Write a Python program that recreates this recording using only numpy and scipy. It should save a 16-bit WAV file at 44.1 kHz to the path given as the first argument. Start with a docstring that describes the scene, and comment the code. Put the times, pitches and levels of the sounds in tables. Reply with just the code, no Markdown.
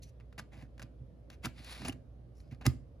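"""Cassette into a portable player

A cassette is nudged into the open lid of a player on a desk, close to the microphone, in a small room.
Filtered noise bursts tick and stick-slip grains scrape as the shell enters its holder; the lid swings
down with a dry rub of grains and the cassette rattles onto the spindles. A last push latches the lid:
a snap, ringing catch modes and a thump of the player on its stand. Low rumble and hum lie beneath.
"""
import sys
import numpy as np
from scipy import signal
from scipy.fft import rfft, irfft
from scipy.io import wavfile
from scipy.ndimage import uniform_filter1d

SR = 44100
rng = np.random.default_rng(int(sys.argv[2]) if len(sys.argv) > 2 else 0)


def store_pcm(level_fs):
    """Save levels as 16-bit WAV."""
    pcm = np.round(np.clip(level_fs, -1, 1) * 32767).astype(np.int16)
    wavfile.write(sys.argv[1], SR, np.atleast_2d(pcm).T)


N = 132300

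# background spectrum, relative: (frequency [Hz], density [dB per Hz])
AIR_SPECTRUM = [(20, -35.5), (35, -22), (55, 4), (80, -1.5), (125, -1.5), (175, -11.5), (270, -11),
                (400, -19.5), (540, -13.5), (900, -33), (1250, -36), (2200, -42.5), (5100, -49),
                (8000, -59.5), (11000, -53.5), (16000, -75.5)]
# background left-right likeness: (frequency [Hz], likeness [-1 to 1])
AIR_LIKENESS = [(60, 0.94), (180, 0.83), (550, 0.45), (1650, 0.11), (4970, 0.16), (15000, 0.26)]
# hum partials: (frequency [Hz], level [dB])
HUM_PARTIALS = [(58, -53.5), (118, -65.5)]
# plastic contacts: (time [s], level [dB], rise [s], chatter decay [s], low-mid [dB], treble [dB],
# ring of the touched part [Hz], ring [dB])
CONTACTS = [ (0.0196, -52, 0.006, 0.012, -29, 9, 4170, 13.5),
            (0.0306, -47.5, 0.0029, 0.0065, -34, 7, 6020, 15.5),
            (0.2002, -56.5, 0.00029, 0.0031, 4, -11, 2100, 0),
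            (0.206, -55.5, .001, 0.0051, 4.5, -16, 2060, 8),
            (0.326, -50, 0.00029, 0.0046, 8.5, -7.5, 1870, 4),
            (.3790, -38, 0.0021, 0.007, 5, -2, 1970, 9.5), (0.3904, -37, 0.0003, 0.002, 3.5, -2, 5930, 11),
            (.3940, -32.5, 0.0013, 0.0036, 4.5, -1, 1540, 12.5),
            (.3978, -42.5, 0.00046, .003, 9, -2, 1510, 3), (.7790, -50, 0.00037, 0.0034, 5, -6, 6200, 5),
            (.7953, -43, 0.00034, 0.0045, 1.5, -2, 1650, 10.5),
            (.8000, -50.5, 0.0015, 0.005, 9, -2, 1630, 12), (0.818, -40, 0.001, 0.0032, 2, -4, 2400, 1),
            (.8257, -40.5, 0.00041, 0.0021, 3.5, -1.5, 6350, 8),
            (.8322, -42.5, 0.00048, 0.0011, 0, -9, 5100, 13.5),
            (1.3007, -38, 0.0016, 0.0021, -0.5, -3.5, 2330, -6),
            (1.456, -25.5, 0.00076, .0025, 1, 5, 1220, 11.5),
            (1.4620, -40.5, 0.00067, 0.0036, 6, -5, 1120, 16),
            (1.4670, -32.5, 0.00095, 0.0021, 5.5, -14, 1390, 23),
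            (1.6454, -45.5, .0004, 0.0024, -21, 3, 9800, 0),
            (1.7086, -39.5, 0.00028, 0.0013, -1.5, -3, 9600, 17.5),
            (1.8175, -36.5, 0.00093, 0.004, 10.5, -6.5, 1020, -1),
            (1.8482, -33.5, .001, 0.0047, 3.5, -4, 1800, -2.5),
            (1.8537, -32, 0.0005, 0.0028, 11.5, 1.5, 5000, 6.5),
            (1.8592, -35, 0.00087, 0.0046, 9.5, -2.5, 2730, 10.5),
            (1.8805, -32, 0.0011, 0.0041, 9.5, -9.5, 784, 9.5),
            (1.8834, -23, 0.00039, 0.0012, 6.5, 4, 9520, 22),
            (1.8948, -29.5, 0.00067, 0.002, 7, 5.5, 2830, 20.5),
            (1.9233, -47.5, 0.00026, 0.0026, -7, 0, 2830, 9),
            (1.9276, -47.5, 0.00042, .003, 0.5, -2, 9900, 1),
            (2.4027, -55.5, 0.00022, 0.0012, -19, -5, 4300, 6),
            (2.5106, -54, 0.0025, 0.0083, -15.5, -8.5, 1970, 8.5),
            (2.5200, -50, 0.002, 0.013, 12, -5.5, 1730, 2.5),
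            (2.5465, -56.5, 0.0004, 0.0018, 1.5, -1, 4500, 4.5),
            (2.6103, -43, 0.0022, 0.0087, 11.5, -9, 2600, 4),
            (2.6220, -47, 0.00069, 0.0026, 2, -13, 4080, 10),
            (2.6543, -28.5, 0.00088, 0.0022, 7, -3, 2000, 4.5),
            (2.6586, -26.5, 0.00058, 0.0031, 11, -1, 2050, 12.5),
            (2.664, -16.5, 0.00086, 0.0019, 5.5, 8, 4870, -3),
            (2.6650, -24, 0.0004, 0.0012, -8.5, 11.5, 15300, 18.5)]
# shell sliding under the fingers: (start [s], length [s], level at start [dB], level at end [dB],
# low-mid [dB], treble [dB], ring [Hz], ring [dB])
SCRAPES = [ (0.024, 0.07, -86, -68.5, -10, 4.5, 5800, 9), (0.514, 0.018, -66, -54.5, 7.5, -5, 2000, 9),
           (0.531, 0.093, -65, -59, 6, -4.5, 2090, 7.5), (0.621, 0.042, -59, -76, 7.5, -4, 1880, 9),
           (1.306, 0.04, -61, -60.5, 0.5, -6.5, 4200, 1.5), (1.421, 0.033, -61.5, -37.5, 1, -3.5, 2740, 2),
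           (1.859, 0.029, -44.5, -39, 8.5, 1.5, 825, 3.5), (2.349, 0.064, -74.5, -74.5, -14, 12, 5300, 9),
           (2.402, 0.12, -80, -83.5, -12, -2.5, 4900, 9), (2.632, 0.022, -58.5, -43.5, 7.5, -11, 2020, 2)]
# broad colour of the plastic: (frequency [Hz], gain [dB])
PLASTIC_COLOUR = [(60, 7.5), (250, 8), (460, -5), (750, 1.5), (1000, -6), (1800, 1), (2700, 1),
                  (3400, -2.5), (5000, -4.5), (7500, -6), (10000, -8), (13300, -17.5), (15000, -18),
                  (16200, -17.5)]
# resonances of shell and lid, ringing freely: (frequency [Hz], width [Hz], peak [dB])
SHELL_RESONANCES = [(1019, 65, 8), (1198, 90, 5.5), (1562, 130, 3.5), (2080, 130, -2), (2573, 140, 0.5),
                    (2760, 560, 3), (3450, 110, -2), (4370, 180, 4), (5000, 180, 6.5), (5760, 220, 0),
                    (7430, 300, 4.5), (9800, 410, 1.5), (11000, 950, 1), (12800, 300, 7.5)]
# player rocking on its stand: (time [s], relative level [dB], upper modes [dB])
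ROCKS = [(0.103, -50, -14), (.222, -44, -4), (.388, -47.5, 7.5), (.414, -39.5, -2), (0.563, -39, 0.5),
         (.622, -38, 3.5), (0.831, -39, 2.5), (1.003, -33, -11.5), (1.457, -30, 7), (1.592, -41.5, 4),
         (1.796, -42.5, 8), (1.819, -41, 11.5), (1.829, -43, 8.5), (1.853, -40, 8), (1.885, -32, 12),
         (1.896, -34, 5), (1.927, -37.5, -6), (2.513, -31.5, 0), (2.664, -10.5, 0)]
# modes of the player body: (frequency [Hz], relative level [dB], t60 [s])
BODY_MODES = [(76.6, -9.5, 0.16), (122.9, 2.5, 0.087), (178.2, -6.5, 0.055), (247.8, -3, 0.062),
              (325.2, -6.5, 0.0496)]
# rub of the closing lid: (time [s], level [dB], speed [0-1])
LID_SWING = [(1.531, -78.5, 0.2), (1.584, -58, 0), (1.625, -60.5, 0.36), (1.67, -54, 0.74),
             (1.725, -49.5, 1), (1.78, -54, 0.35), (1.85, -55, 0)]
# colour of the rub at full speed, relative: (frequency [Hz], gain [dB])
HINGE_COLOUR = [(300, -3), (1400, -3), (2400, 1.5), (3300, -2), (4400, 1), (6200, -10.5), (9700, -6),
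                (11700, -16), (16000, -25)]
# modes of the metal catch: (frequency [Hz], level [dB], t60 [s])
CATCH_MODES = [(1248, -38, 0.039), (1497, -41, .035), (1900, -39.5, 0.021), (2090, -31, .03),
               (5000, -30, 0.021), (9700, -26.5, 0.0088), (15000, -22, .004)]
# room decay: (frequency [Hz], t60 [s])
ROOM_DECAY = [(80, 0.97), (250, 0.18), (1000, .26), (4000, 0.23), (9000, 0.31), (15000, 0.17)]
# room level: (frequency [Hz], level [dB])
ROOM_LEVEL = [(80, -17.5), (250, -7.5), (1000, -11), (4000, -15), (9000, -24), (15000, -19.5)]
# room left-right likeness: (frequency [Hz], likeness [-1 to 1])
ROOM_LIKENESS = [(60, 0.73), (300, 0.79), (1000, 0.4), (3000, .3), (15000, .1)]
# phase between the ports: (frequency [Hz], left lead [rad])
PORT_LEAD = [(100, 0), (1200, .2), (2150, .7), (3100, 2.3), (3900, .2), (4520, 1.1), (5600, -.2),
             (6700, -.6), (7700, -2.7), (8900, -3.4), (10800, -6.0), (12700, -6.8), (13900, -9.2),
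             (16000, -9.8)]
# level between the ports: (frequency [Hz], left minus right [dB])
PORT_LEVEL = [(60, -2), (110, -3), (200, -5), (380, -1.5), (700, -2), (1290, -3.5), (2380, 1.5), (4400, 3),
              (8120, 2), (15000, -0.5)]

FILTER_TAPS = 4096
AIR_DB, AIR_PATCHY_DB, HUM_WAVER = -56, 1.5, 0.18
LOW_HZ, MID_HZ, TREBLE_HZ = 725, 2300, 9300
RING_WIDTH_PER_HZ, RING_WIDTH_HZ = 0.11, 450
PLACE_DB, PLACE_STEP_HZ = 3.5, 330  # each place of contact favours other resonances
TICK_GAIN, SHARP_S = 3.6, 0.00044  # contacts that build more slowly than SHARP_S lose their tick
CLICK_FREEDOM, RUB_FREEDOM = 0.97, 0.52  # how freely the shell rings; fingers damp it in a scrape
CASE_DB, CASE_S, CASE_LOW_HZ = -18.5, 0.007, 500
ROOM_DELAY_S = 0.0067
GRIP_DB, GRIP_S, SLIP_SPREAD_DB = 1.45, 0.005, 1.5  # uneven grip: depth, step; spread of slip sizes
SLIDE_SLIPS_PER_S, SLIDE_RISE_S, SLIDE_FADE_S = 3500, 0.0086, 0.008
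BODY_RISE_S, BODY_DB = 0.0084, 0.5
HINGE_SLIPS_PER_S, SLOW_DB_PER_OCTAVE = 9000, -2
LATCH_S, LATCH_RISE_S = 2.6645, 0.0006  # the catch springs home
LOW_CUT_HZ, EDGE_HZ = 41.5, 16450


def amp(db):
    """Decibels to gain."""
    return 10 ** (np.asarray(db) / 20)


def unit(x):
    """Scales to rms 1."""
    return x / np.sqrt(np.mean(abs(x) ** 2) + 1e-20)


def read(points, hz):
    """Reads a table on a log-frequency axis."""
    f, value = np.transpose(points)
    return np.interp(np.log(hz + 1), np.log(f + 1), value)


def add(mix, s, sound):
    """Mixes a sound in at time s."""
    part = mix[..., round(s * SR):][..., :sound.shape[-1]]
    part += sound[..., :part.shape[-1]]


def pair(a, b, likeness):
    """Two channels of given likeness from two unrelated signals."""
    c = np.clip(likeness, -1, 1)
    return np.array([a, c * a + np.sqrt(1 - c ** 2) * b])


def decay(t, t60):
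    """Exponential decay by 60 dB in t60."""
    return np.exp(-np.log(1000) * t / t60)


def coloured(drive, gain):
    """Causal minimum-phase filter, one output row per row of gains."""
    cepstrum = irfft(np.log(gain))
    cepstrum[:, 1:FILTER_TAPS // 2] *= 2
    cepstrum[:, FILTER_TAPS // 2 + 1:] = 0
    response = irfft(np.exp(rfft(cepstrum)))
    return signal.fftconvolve(drive[None], response, axes=1)


def air():
    """Low room rumble, patchy in time and frequency, and a wavering hum."""
    hz, _, z = signal.stft(rng.standard_normal((2, N)), SR, nperseg=2048)
    patches = uniform_filter1d(rng.standard_normal(z.shape[1:]), 8, 0)
    patches = unit(uniform_filter1d(patches, 4, 1))
    gain_db = read(AIR_SPECTRUM, hz)[:, None] + AIR_PATCHY_DB * patches
    z = pair(*z, read(AIR_LIKENESS, hz)[:, None]) * amp(gain_db)
    rumble = signal.istft(z, SR, nperseg=2048)[1][:, :N]
    out = amp(AIR_DB) * unit(rumble)
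    t = np.arange(N) / SR
    for f, db in HUM_PARTIALS:
        waver = signal.resample(rng.standard_normal(size=30), N)
        out = out + amp(db) * np.sqrt(2) * (1 + HUM_WAVER * waver) * np.sin(2 * np.pi * f * t)
    return out


def plastic(drive, freedom, low_db, treble_db, ring_hz, ring_db):
    """Force through shell and lid; rows: close up with the damped local ring, and sent to case and room."""
    hz = np.fft.rfftfreq(FILTER_TAPS, 1 / SR)
    db = read(PLASTIC_COLOUR, hz)
    db = db + read([(LOW_HZ, low_db), (MID_HZ, 0), (TREBLE_HZ, treble_db)], hz)
    for f, width_hz, peak_db in SHELL_RESONANCES:
        db = db + freedom * peak_db / (1 + (2 * (hz - f) / width_hz) ** 2)
    knots_hz = np.arange(0, SR / 2, PLACE_STEP_HZ)
    place_db = PLACE_DB * np.interp(hz, knots_hz, rng.uniform(-1, 1, len(knots_hz)))
    offset = 2 * (hz - ring_hz) / (RING_WIDTH_PER_HZ * ring_hz + RING_WIDTH_HZ)
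    ring = 1 + (amp(ring_db) - 1) / (1 + offset ** 2) ** 2
    close = amp(db + place_db) * ring
    return coloured(drive, np.array([close, amp(db)]) / np.sqrt(np.mean(close ** 2)))


def clicks():
    """Each contact drives the plastic with a tick and a few milliseconds of chatter."""
    out, t = np.zeros((2, N)), np.arange(FILTER_TAPS) / SR
    for s, db, rise_s, decay_s, *colour in CONTACTS:
        shape = (1 - np.exp(-t / rise_s)) * np.exp(-t / decay_s)
        phase = np.angle(rfft(rng.standard_normal(FILTER_TAPS) * shape))
        # flat spectrum, phases kept
        chatter = irfft(np.exp(1j * phase)) * (t < t[-1] / 2)
        chatter = unit(chatter) * np.sqrt(np.mean(shape ** 2))
        chatter[0] += TICK_GAIN * np.exp(-rise_s / SHARP_S)
        add(out, s, amp(db) * plastic(chatter, CLICK_FREEDOM, *colour))
    return out


def case(x):
    """Sound scatters through the case as a diffuse after-ring of some milliseconds."""
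    t = np.arange(FILTER_TAPS) / SR
    noise = rng.standard_normal(FILTER_TAPS) * t * np.exp(-t / CASE_S)
    tail = signal.lfilter(*signal.butter(2, CASE_LOW_HZ, "high", fs=SR), noise)
    return amp(CASE_DB) * signal.fftconvolve(x, tail / np.linalg.norm(tail))[:N]


def room(x):
    """A short diffuse tail, each band dying at its own speed."""
    hz, t, z = signal.stft(rng.standard_normal((2, SR // 2)), SR, nperseg=256)
    t60 = read(ROOM_DECAY, hz)[:, None]
    z = pair(*z, read(ROOM_LIKENESS, hz)[:, None]) * amp(read(ROOM_LEVEL, hz))[:, None]
    energy_norm = np.sqrt(2 * np.log(1000) / (t60 * SR))
    tail = signal.istft(z * decay(t, t60) * energy_norm, SR, nperseg=256)[1]
    tail = np.pad(tail, ((0, 0), (round(ROOM_DELAY_S * SR), 0)))
    return signal.fftconvolve(x[None], tail, axes=1)[:, :N]


def slips(per_s):
    """Stick-slip friction: dense tiny impulses of uneven size under an uneven grip."""
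    knots_s = np.arange(N // 40) * GRIP_S
    grip_db = GRIP_DB * np.interp(np.arange(N) / SR, knots_s, rng.standard_normal(len(knots_s)))
    size = amp(grip_db + SLIP_SPREAD_DB * np.minimum(rng.exponential(1, N), 4))
    struck = rng.random(N) < per_s / SR
    return unit(size * rng.choice([-1, 1], N) * struck)


def slides():
    """Short scrapes of the shell in its holder: slip grains pressed through the plastic."""
    out, grains = np.zeros((2, N)), slips(SLIDE_SLIPS_PER_S)
    for s, length_s, first_db, last_db, *colour in SCRAPES:
        t = np.arange(0, length_s + 10 * SLIDE_FADE_S, 1 / SR)
        fade = np.exp(-np.maximum(t - length_s, 0) / SLIDE_FADE_S)
        edges = (1 - np.exp(-t / SLIDE_RISE_S)) * fade
        pressure = edges * amp(np.interp(t, [0, length_s], [first_db, last_db]))
        force = pressure * grains[round(s * SR):][:len(t)]
        add(out, s, plastic(force, RUB_FREEDOM, *colour))
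    return out


def thumps():
    """Pushes rock the player on its stand as decaying modes; the upper modes vary with each push."""
    out, t = np.zeros(N), np.arange(SR // 3) / SR
    swell = 1 - np.exp(-(t / BODY_RISE_S) ** 2)
    for s, db, upper_db in ROCKS:
        modes = 0
        for hz, level_db, t60 in BODY_MODES:
            gain = amp(level_db + read([(125, 0.024), (240, upper_db)], hz))
            modes = modes + gain * decay(t, t60) * np.sin(2 * np.pi * hz * t)
        add(out, s, amp(db + BODY_DB) * swell * modes)
    return out


def swing():
    """The lid rubs on its hinge coming down: a rush of slips, brighter with speed."""
    t, (s, db, speed) = np.arange(N) / SR, np.transpose(LID_SWING)
    fast = np.clip(np.interp(t, s, speed), 0, 1)
    level = amp(np.interp(t, s, db)) * (t > s[0]) * (t < s[-1])
    hz, out = np.fft.rfftfreq(FILTER_TAPS, 1 / SR), np.zeros((1, N))
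    # crossfade of a dull slow rub and a bright fast one
    for share, tilt in [(1 - fast, SLOW_DB_PER_OCTAVE), (fast, 0)]:
        gain = unit(amp(read(HINGE_COLOUR, hz) + tilt * np.log2(hz + LOW_HZ)))
        rub = level * np.sqrt(share) * slips(HINGE_SLIPS_PER_S)
        out += coloured(rub, gain[None])[:, :N]
    return out


def latch():
    """The metal catch rings briefly as the lid locks: decaying modes at random phase."""
    out, t, ring = np.zeros(N), np.arange(FILTER_TAPS) / SR, 0
    for hz, db, t60 in CATCH_MODES:
        ring = ring + amp(db) * decay(t, t60) * np.sin(2 * np.pi * (hz * t + rng.random()))
    add(out, LATCH_S, (1 - np.exp(-t / LATCH_RISE_S)) * ring)
    return out


def ports(x):
    """The near sound reaches the two microphone ports slightly out of step."""
    turn = np.exp(0.5j * read(PORT_LEAD, np.fft.rfftfreq(N, 1 / SR)))
    return irfft(rfft(x) * np.array([turn, turn.conj()]), N)


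def scene():
    """The handled player, its room and the background."""
    close, radiated = clicks() + slides() + swing() + thumps() + latch()
    return ports(close + case(radiated)) + room(radiated) + air()


def record(dry):
    """Each port has its own colour; then the low cut and the band limit."""
    hz = np.fft.rfftfreq(N, 1 / SR)
    lean_db = read(PORT_LEVEL, hz) / 2
    low_cut = hz ** 2 / np.hypot(hz ** 2, LOW_CUT_HZ ** 2)
    heard = irfft(rfft(dry) * low_cut * amp([lean_db, -lean_db]), N)
    band_limit = signal.firwin(511, EDGE_HZ, window=("kaiser", 9), fs=SR)
    return signal.oaconvolve(heard, band_limit[None], "same")


dry = scene()
out = record(dry)
store_pcm(out)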